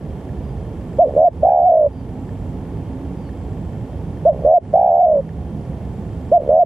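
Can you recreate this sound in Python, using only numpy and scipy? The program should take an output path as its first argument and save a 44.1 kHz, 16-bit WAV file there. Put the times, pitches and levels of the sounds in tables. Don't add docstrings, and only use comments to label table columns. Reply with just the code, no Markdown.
import sys
import numpy as np
from scipy import signal
from scipy.fft import rfft, irfft
from scipy.io import wavfile
from scipy.ndimage import uniform_filter1d, minimum_filter1d

SR = 44100
rng = np.random.default_rng(int(sys.argv[2]) if len(sys.argv) > 2 else 0)


def put_to_file(sound):
    columns = np.atleast_2d(sound).T
    safe = np.clip(columns, -1, 1)
    whole_steps = np.round(safe * 32767)
    wavfile.write(sys.argv[1], SR, whole_steps.astype(np.int16))


def invert_db(level):
    return 10 ** (np.asarray(level, dtype=float) / 20)


N = 293265
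T = np.arange(N) / SR

TIGHTEN_S = .0115
STRAY_PUFF_S, STRAY_PUFF_DB = .0043, -8.5
HUSH_DB = -90
# [t/s, top f/Hz, level/dB]
CROONS = [
    [(1.429, 635, -0.9), (1.453, 754.5, 1.2), (1.49, 830.5, 6.5), (1.55, 839.6, 7), (1.6, 781.7, 6),
     (1.65, 752.6, 3), (1.75, 680, 6.5), (1.866, 594.7, -1), (1.886, 539.5, -25)],
    [(4.736, 635, 0.7), (4.759, 772.6, 3.5), (4.8, 830.6, 5.5), (4.885, 836, 7.5), (4.91, 766, 6.5),
     (4.97, 789.5, 7.5), (5.05, 712, 6.5), (5.19, 568, -6.5), (5.21, 530, -15.5)],
]


def rms_one(x):
    return x / np.sqrt(np.mean(x ** 2) + 1e-20)


def at_hz(points, hz):
    table_hz, value = np.array(points).T[:2]
    return np.interp(np.log(hz), np.log(table_hz), value)


def one_pole(x, seconds):
    r = np.exp(-1 / (seconds * SR))
    return signal.lfilter([1 - r], [1, -r], x)


def soften(x, size):
    return uniform_filter1d(uniform_filter1d(x, size=size), size=size)


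def drift(rate):
    r = np.exp(-80 * np.pi * rate / SR)
    noise = rng.standard_normal(N // 40 + 2002)
    slow = signal.lfilter([1], [1, -2 * r, r * r], noise)[2000:]
    return np.interp(np.arange(N) / 40, np.arange(len(slow)), rms_one(slow))


def resonance(x, hz, width_hz):
    r = np.exp(-np.pi * width_hz / SR)
    bottom = [1, -2 * r * np.cos(2 * np.pi * hz / SR), r * r]
    return signal.lfilter(np.array([1, 0, -1]) * (1 - r * r) / 2, bottom, x)


def ringing_noise(hz, width_hz):
    once = resonance(rng.standard_normal(N), hz, width_hz)
    return rms_one(resonance(once, hz, width_hz))


def tone_phase(hz):
    return 2 * np.pi * np.cumsum(hz) / SR


def placed(x, left_db):
    return x * invert_db(np.array([[left_db / 2], [-left_db / 2]]))


def short_notes():
    # [start t/s, held for/s, top f/Hz, sag after the top/(Hz/s), tail fall/(dB/s)]
    kuks = [
        (.986, .051, 725, 3600, 420),
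        (4.252, .047, 700, 5000, 480),
        (6.316, .066, 718, 1500, 4000),
    ]
    # [first t/s, gap/s, level/dB, valve closure in the tail before/dB]
    mutters = [
        (1.0922, .0146, -8, 4),
        (4.3293, .0152, -11, 3),
        (6.4184, .0143, -7, 25),
    ]
    # [first full throb t/s, held from t/s, end t/s, level/dB]
    rolls = [
        (1.1732, 1.238, 1.288, 6.5),
        (4.458, 4.532, 4.586, 9.5),
        (6.4995, 6.5855, 6.638, 6.5),
    ]
    kuk_start_hz, kuk_top_s, kuk_swell_db, kuk_held_db = 523.7, .032, -4.5, 2
    mutter_hz, puff_fall_db, last_puff_db, tail_gap_s = 641, 109, 5, .0145
    roll_start_hz, roll_first_hz, roll_held_hz, roll_end_hz = 572.3, 654.5, 723, 620
    effort, beats = [], []
    for kuk, mutter, roll in zip(kuks, mutters, rolls):
        s, held, top, sag, tail = kuk
        puff, gap, puff_db, flutter_db = mutter
        full, hold, end, db = roll
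        rise = top - kuk_start_hz
        low_db = puff_db - 5
        lead = full - .012
        faded = min(s + held + (kuk_held_db - low_db) / tail, puff)
        faded_hz = max(top - sag * (faded - s - kuk_top_s), 480)
        effort += [(s, top, HUSH_DB), (s, kuk_start_hz, -10.5),
                   (s + kuk_top_s / 3, top - .47 * rise, kuk_swell_db),
                   (s + .7 * kuk_top_s, top - .15 * rise, kuk_swell_db + 2.5),
                   (s + kuk_top_s, top, kuk_held_db - 2),
                   (s + held, top - sag * (held - kuk_top_s), kuk_held_db),
                   (faded, faded_hz, low_db)]
        effort += [(puff - gap / 2, 590, low_db), (puff, 600, low_db - 7.5),
                   (puff, mutter_hz, puff_db), (lead - 2 * gap, mutter_hz, puff_db - 8),
                   (lead - gap, mutter_hz, puff_db + last_puff_db),
                   (lead, mutter_hz, puff_db + last_puff_db)]
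        effort += [(lead, roll_start_hz, -6), (full + TIGHTEN_S / 2, roll_first_hz, -2.7),
                   (hold, roll_held_hz, db), ((hold + end) / 2, roll_held_hz - 6, db),
                   (end - .008, roll_held_hz - 45, db), (end, roll_end_hz, db),
                   (end, roll_end_hz, db + STRAY_PUFF_DB),
                   (end + STRAY_PUFF_S, roll_end_hz, db + 2 * STRAY_PUFF_DB),
                   (end + STRAY_PUFF_S, roll_end_hz, HUSH_DB)]
        beats.append((s, 4, 0))
        for j, b in enumerate(np.arange(s + held, puff - gap / 2, tail_gap_s)):
            beats.append((b, min(flutter_db * (1 + 2 * j), 30), 0))
        beats += [(b, 30, puff_fall_db) for b in np.arange(puff, lead - gap / 2, gap)]
        beats.append((lead, 24, 0))
        throbs = round((hold - full) / .0125) + 1
        beats += [(b, 15.5, 0) for b in np.linspace(full, hold, throbs)]
        beats.append((end, 30, 0))
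    return effort, beats


def long_notes():
    # [from t/s, number of throbs, closure/dB]
    first_beats = [(1.429, 1, 18), (1.4457, 3, 27), (1.5016, 1, 30), (1.5163, 5, 26), (1.5831, 3, 18),
                   (1.6273, 2, 9), (1.6514, 1, 4), (1.6906, 1, 9), (1.7164, 3, 19), (1.7662, 1, 16),
                   (1.789, 4, 11), (1.8569, 1, 11)]
    # [from t/s, number of throbs, closure/dB]
    second_beats = [(4.736, 1, 18), (4.7512, 3, 21), (4.8095, 4, 27), (4.8732, 2, 17), (4.9009, 3, 26),
                    (4.9359, 3, 26), (4.9768, 2, 30), (5.0017, 1, 6), (5.0263, 1, 9), (5.0632, 3, 14),
                    (5.1094, 1, 14), (5.1341, 3, 11), (5.1861, 1, 6)]
    effort, beats = [], []
    for curve, runs in zip(CROONS, (first_beats, second_beats)):
        s, hz, db = curve[0]
        last_s, last_hz = curve[-1][:2]
        effort += [(s - STRAY_PUFF_S, hz, HUSH_DB), (s - STRAY_PUFF_S, hz, db + 2 * STRAY_PUFF_DB),
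                   (s, hz, db + STRAY_PUFF_DB), *curve, (last_s, last_hz, HUSH_DB)]
        ends = [run[0] for run in runs[1:]] + [last_s]
        for (start, throbs, closure_db), run_end in zip(runs, ends):
            for b in np.linspace(start, run_end, round(throbs), endpoint=False):
                fall_db = 7 * (b == runs[0][0])
                beats.append((b, closure_db, fall_db))
        beats.append((last_s, 30, 0))
    return effort, beats


def phrases():
    short_effort, short_beats = short_notes()
    long_effort, long_beats = long_notes()
    effort = sorted(short_effort + long_effort, key=lambda row: row[0])
    return effort, sorted([(0, 0, 0), *short_beats, *long_beats, (N / SR, 0, 0)])


def dove():
    # [multiple of the pitch, level/dB]
    overtone_levels = [
        (2, -55),
        (3, -59),
    ]
    open_s, puff_open_s, shut_s = .0038, .0025, .0026
    effort, beats = phrases()
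    s, taut_hz, level_db = np.transpose(effort)
    taut, level_db = np.interp(T, s, taut_hz), np.interp(T, s, level_db)
    crooning = sum((T > c[0][0]) * (T < c[-1][0]) for c in CROONS)

    start, closure_db, fall_db = np.transpose(beats)
    k = np.searchsorted(start, T, side="right") - 1
    since, until = T - start[k], start[k + 1] - T
    is_puff = fall_db > 20
    opening_s = np.where(is_puff[k], puff_open_s, open_s)
    opening = 1 - (1 - invert_db(-closure_db[k])) * np.exp(-(since / opening_s) ** 2)
    closing = 1 - (1 - invert_db(-closure_db[k + 1])) * np.exp(-(until / shut_s) ** 2)

    dip_hz = np.maximum(taut - 577.4, np.where(crooning, 70.5, 111.46))
    shut = np.minimum(closure_db / 11.5, 1)
    tightening = np.clip(1 - since / TIGHTEN_S, 0, 1)
    easing = .53 * np.clip(since / TIGHTEN_S - 1, 0, 1) ** .5 * np.exp(-until / .005)
    slack = shut[k] * tightening + shut[k + 1] * easing
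    scatter_hz = is_puff * rng.normal(0, 45, len(start))
    pitch = soften(np.minimum(taut - dip_hz * slack + scatter_hz[k], 830), size=70)

    unevenness_db = rng.normal(0, .4, len(start))
    crop_db = -3.3 * (np.maximum(pitch - 650, 0) / 100) ** 2
    dying_db = fall_db[k] * (since / (since + until)) ** 2
    flow_db = level_db + unevenness_db[k] + crop_db - dying_db
    flow = soften(invert_db(flow_db) * opening * closing, size=50)
    coo = invert_db(.9) * flow * np.sin(tone_phase(pitch))
    breath = invert_db(-29.5) * np.sqrt(flow) * rms_one(resonance(rng.standard_normal(N), 700, 600))

    top = -minimum_filter1d(-pitch, size=900)
    tension = top / 750
    buzz = soften(flow * invert_db(-crop_db), size=120) * invert_db(2.5 * drift(30.0) + 5 * crooning)
    buzz = buzz * (pitch / top) ** 8 * tension ** 2
    settled = tone_phase(soften(.1 * pitch + .9 * top - 8, size=500))
    overtones = buzz * sum(invert_db(db) * np.sin(m * settled) for m, db in overtone_levels)
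    whistle = np.sin(tone_phase(5580 + 50 * drift(60.0)))
    beak = invert_db(-72) * crooning * buzz * tension ** 6 * whistle

    snap_level = soften(invert_db(-47 + level_db) * shut[k] * np.exp(-since / .002), size=40)
    snap = snap_level * ringing_noise(1300, 900)
    crop = signal.butter(4, 1050, fs=SR, output="sos")
    return signal.sosfiltfilt(crop, coo + breath) + overtones + beak + snap


def garden_echo(x, t60):
    t = np.arange(int(.2 * SR)) / SR
    tail = rng.standard_normal((2, len(t))) * invert_db(-60 * t / t60) * (t > .004)
    return signal.fftconvolve(x[None], tail / np.sqrt(np.sum(tail[0] ** 2)), axes=1)[:, :N]


def chick():
    # [start t/s, length/s, top f/Hz, end f/Hz, level/dB]
    peeps = [
        (.42, .1, 1645, 1580, -65),
        (1.92, .14, 1610, 1470, -63),
        (3.17, .135, 1610, 1430, -63),
        (5.27, .07, 1590, 1540, -77),
    ]
    out = np.zeros(N)
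    for start, length, top_hz, end_hz, db in peeps:
        first = int(start * SR)
        u = np.arange(int(length * SR)) / (length * SR)
        sag_hz = (top_hz - end_hz) * u ** 1.6
        wobble_hz = 12 * np.sin(2 * np.pi * 45 * length * u)
        phase = tone_phase(top_hz - sag_hz - 130 * np.exp(-u / .039) + wobble_hz)
        tone = .8 * np.sin(2 * phase) + np.sin(3 * phase) + .2 * np.sin(4 * phase)
        flutter = invert_db(-.5 + 3 * drift(40.0)[first:][:len(u)])
        out[first:][:len(u)] += invert_db(db) * np.sqrt(np.sin(np.pi * u)) * tone * flutter
    return out


def crickets():
    # [start t/s, end t/s, level/dB]
    rasp_times = [
        (.79, 1.27, -72),
        (2.07, 2.55, -72),
        (3.3, 3.83, -72),
        (4.63, 5.1, -71),
        (5.82, 6.33, -72),
    ]
    phrase_level = 0
    for start, end, db in rasp_times:
        fade = np.minimum((T - start) / .065, (end - T) / .015)
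        phrase_level = phrase_level + invert_db(db) * np.clip(fade, 0, 1)
    strokes = np.maximum(np.sin(tone_phase(80 + 6 * drift(4.4))) + .3, 0)
    wings = strokes * resonance(rng.standard_normal((2, N)), 7540, 260)
    rasp = phrase_level * rms_one(resonance(wings, 7540, 330))
    trill = invert_db(-70) * ringing_noise(3168, 70)
    return rasp + placed(trill, -1.6)


def camera_ticks():
    # [f/Hz, level/dB, time to fall by 60 dB/s]
    shell_rings = [
        (1780, -48, .014),
        (4850, -56, .008),
        (2400, -58, .005),
    ]
    per_s = 25
    at = np.arange(.012, N / SR, 1 / per_s)
    harder = np.arange(len(at)) % per_s == 7
    strength_db = rng.normal(0, 2.5, (len(at), 3)) + [9, 2, 0] * harder[:, None]
    out = np.zeros(N)
    for (hz, db, t60), each_db in zip(shell_rings, strength_db.T):
        clicks = np.zeros(N) + 1e-18
        clicks[(at * SR).astype(int)] = invert_db(db + each_db)
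        r, w = invert_db(-60 / (t60 * SR)), 2 * np.pi * hz / SR
        out += signal.lfilter([0, np.sin(w)], [1, -2 * r * np.cos(w), r * r], clicks)
    return out


def motor(swell_db):
    # [f/Hz, level/dB, width/Hz, loud from t/s, loud to t/s]
    hum_lines = [
        (71.5, -37, 6.8, -3, 16),
        (163, -36.5, 8.9, 1, 3.18),
        (162.96, -34, 3.3, 3.5, 5.7),
        (204, -37.5, 1.8, 4, 7),
        (265.2, -32.5, 18, 1, 3.1),
        (282.1, -36, 2.9, 3, 3.4),
        (249.8, -37.5, 9, -8, 2.7),
        (424, -55.5, 12, 4, 8.3),
    ]
    out = 0
    for hz, db, width_hz, start, end in hum_lines:
        loud = np.clip(np.minimum(T - start, end - T) / .082 + 1, .25, 1)
        out = out + invert_db(db) * loud * ringing_noise(hz, width_hz)
    return invert_db(swell_db) * out


def air(swell_db):
    # [f/Hz, level per Hz/dB]
    air_levels = [(22, -28), (60, 2), (165, -2), (270, -9.5), (450, -10.5), (560, -16), (830, -17),
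                  (1000, -26), (1240, -33.5), (2000, -35.5), (3140, -41), (3900, -46.5), (10000, -50),
                  (15000, -58.5)]
    # [f/Hz, likeness from -1 to 1]
    side_likeness = [(60, 1), (300, 1), (630, .97), (1000, .68), (1370, .58), (3010, .56), (6580, .11),
                     (14400, -.08)]
    # [f/Hz, difference/dB]
    left_lead = [(60, -3.0), (150, -3.5), (370, -2.5), (930, 0), (2320, -2), (5780, 0), (14400, -0.5)]
    out, edges = 0, 22 * 2 ** np.arange(0, 9.7, 1 / 3)
    white = rng.standard_normal((2, 2, N))
    for k, (low, high) in enumerate(zip(edges, edges[1:])):
        band = signal.butter(2, [low, high], "band", fs=SR, output="sos")
        mid, side = signal.sosfilt(band, white[k % 2])
        hz = np.sqrt(low * high)
        alike = np.clip(at_hz(side_likeness, hz), -1, 1)
        bass = 1 / (1 + (hz / 350) ** 2)
        gain = invert_db(at_hz(air_levels, hz) + bass * swell_db)
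        pair = np.sqrt(1 + alike) * mid + np.sqrt(1 - alike) * side * [[1], [-1]]
        out = out + gain * placed(pair, at_hz(left_lead, hz))
    return invert_db(-27) * out / np.std(out[:, N // 3:N // 2])


def scene():
    # [t/s, traffic/dB, motor/dB]
    rumble = [
        (0.0, 5.5, -6.5),
        (6.65, 4, -1.5),
    ]
    s, traffic_points, motor_points = np.transpose(rumble)
    traffic_db, motor_db = np.interp(T, s, traffic_points), np.interp(T, s, motor_points)
    coo = dove()
    late_coo = np.interp(T - 1.5e-5, T, coo)
    bird = placed(np.array([late_coo, coo]), -1.7) + invert_db(-24) * garden_echo(coo, t60=.07)
    hum = air(traffic_db) + placed(motor(motor_db), -2.5)
    peeping = chick() * np.array([[.75], [1.2]])
    return bird + hum + crickets() + peeping + placed(camera_ticks(), -.5)


def top_dropouts(x, cut_db):
    # [lower edge f/Hz, margin to stay on]
    top_bands = [
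        (11300, 2.6),
        (12700, 1.9),
        (13600, .9),
        (14300, -.2),
        (15100, 0),
    ]
    spectrum, hz, chance = rfft(x), np.arange(N // 2 + 1) * SR / N, drift(12.0)
    out = irfft(spectrum * (hz < top_bands[0][0]), N)
    for (low, margin), (high, _) in zip(top_bands, top_bands[1:]):
        on = margin + chance + .5 * drift(12.0) - .28 * cut_db > 0
        on = on[np.arange(N) // 1024 * 1024]
        out = out + soften(on * 1., size=300) * irfft(spectrum * (hz >= low) * (hz < high), N)
    return out


def low_pass(x):
    return signal.sosfilt(signal.butter(12, 15000, fs=SR, output="sos"), x)


def record(dry):
    ceiling_db, release_db_per_s = -7.1, 233
    dry = np.array([np.roll(dry[0], 1), dry[1]])
    loudness_db = 20 * np.log10(np.abs(dry.mean(axis=0)) + 1e-9)
    over = np.maximum(loudness_db - ceiling_db, 0)
    fall = release_db_per_s * T
    quick = np.maximum.accumulate(over + fall) - fall
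    memory = .51 * one_pole(quick, .18)
    cut_db = one_pole(np.maximum(quick, memory), .0097)
    cut_db += 3.7 * np.exp(-T / .029)
    return low_pass(top_dropouts(dry * invert_db(-cut_db), cut_db))


dry = scene()
out = record(dry)
put_to_file(out)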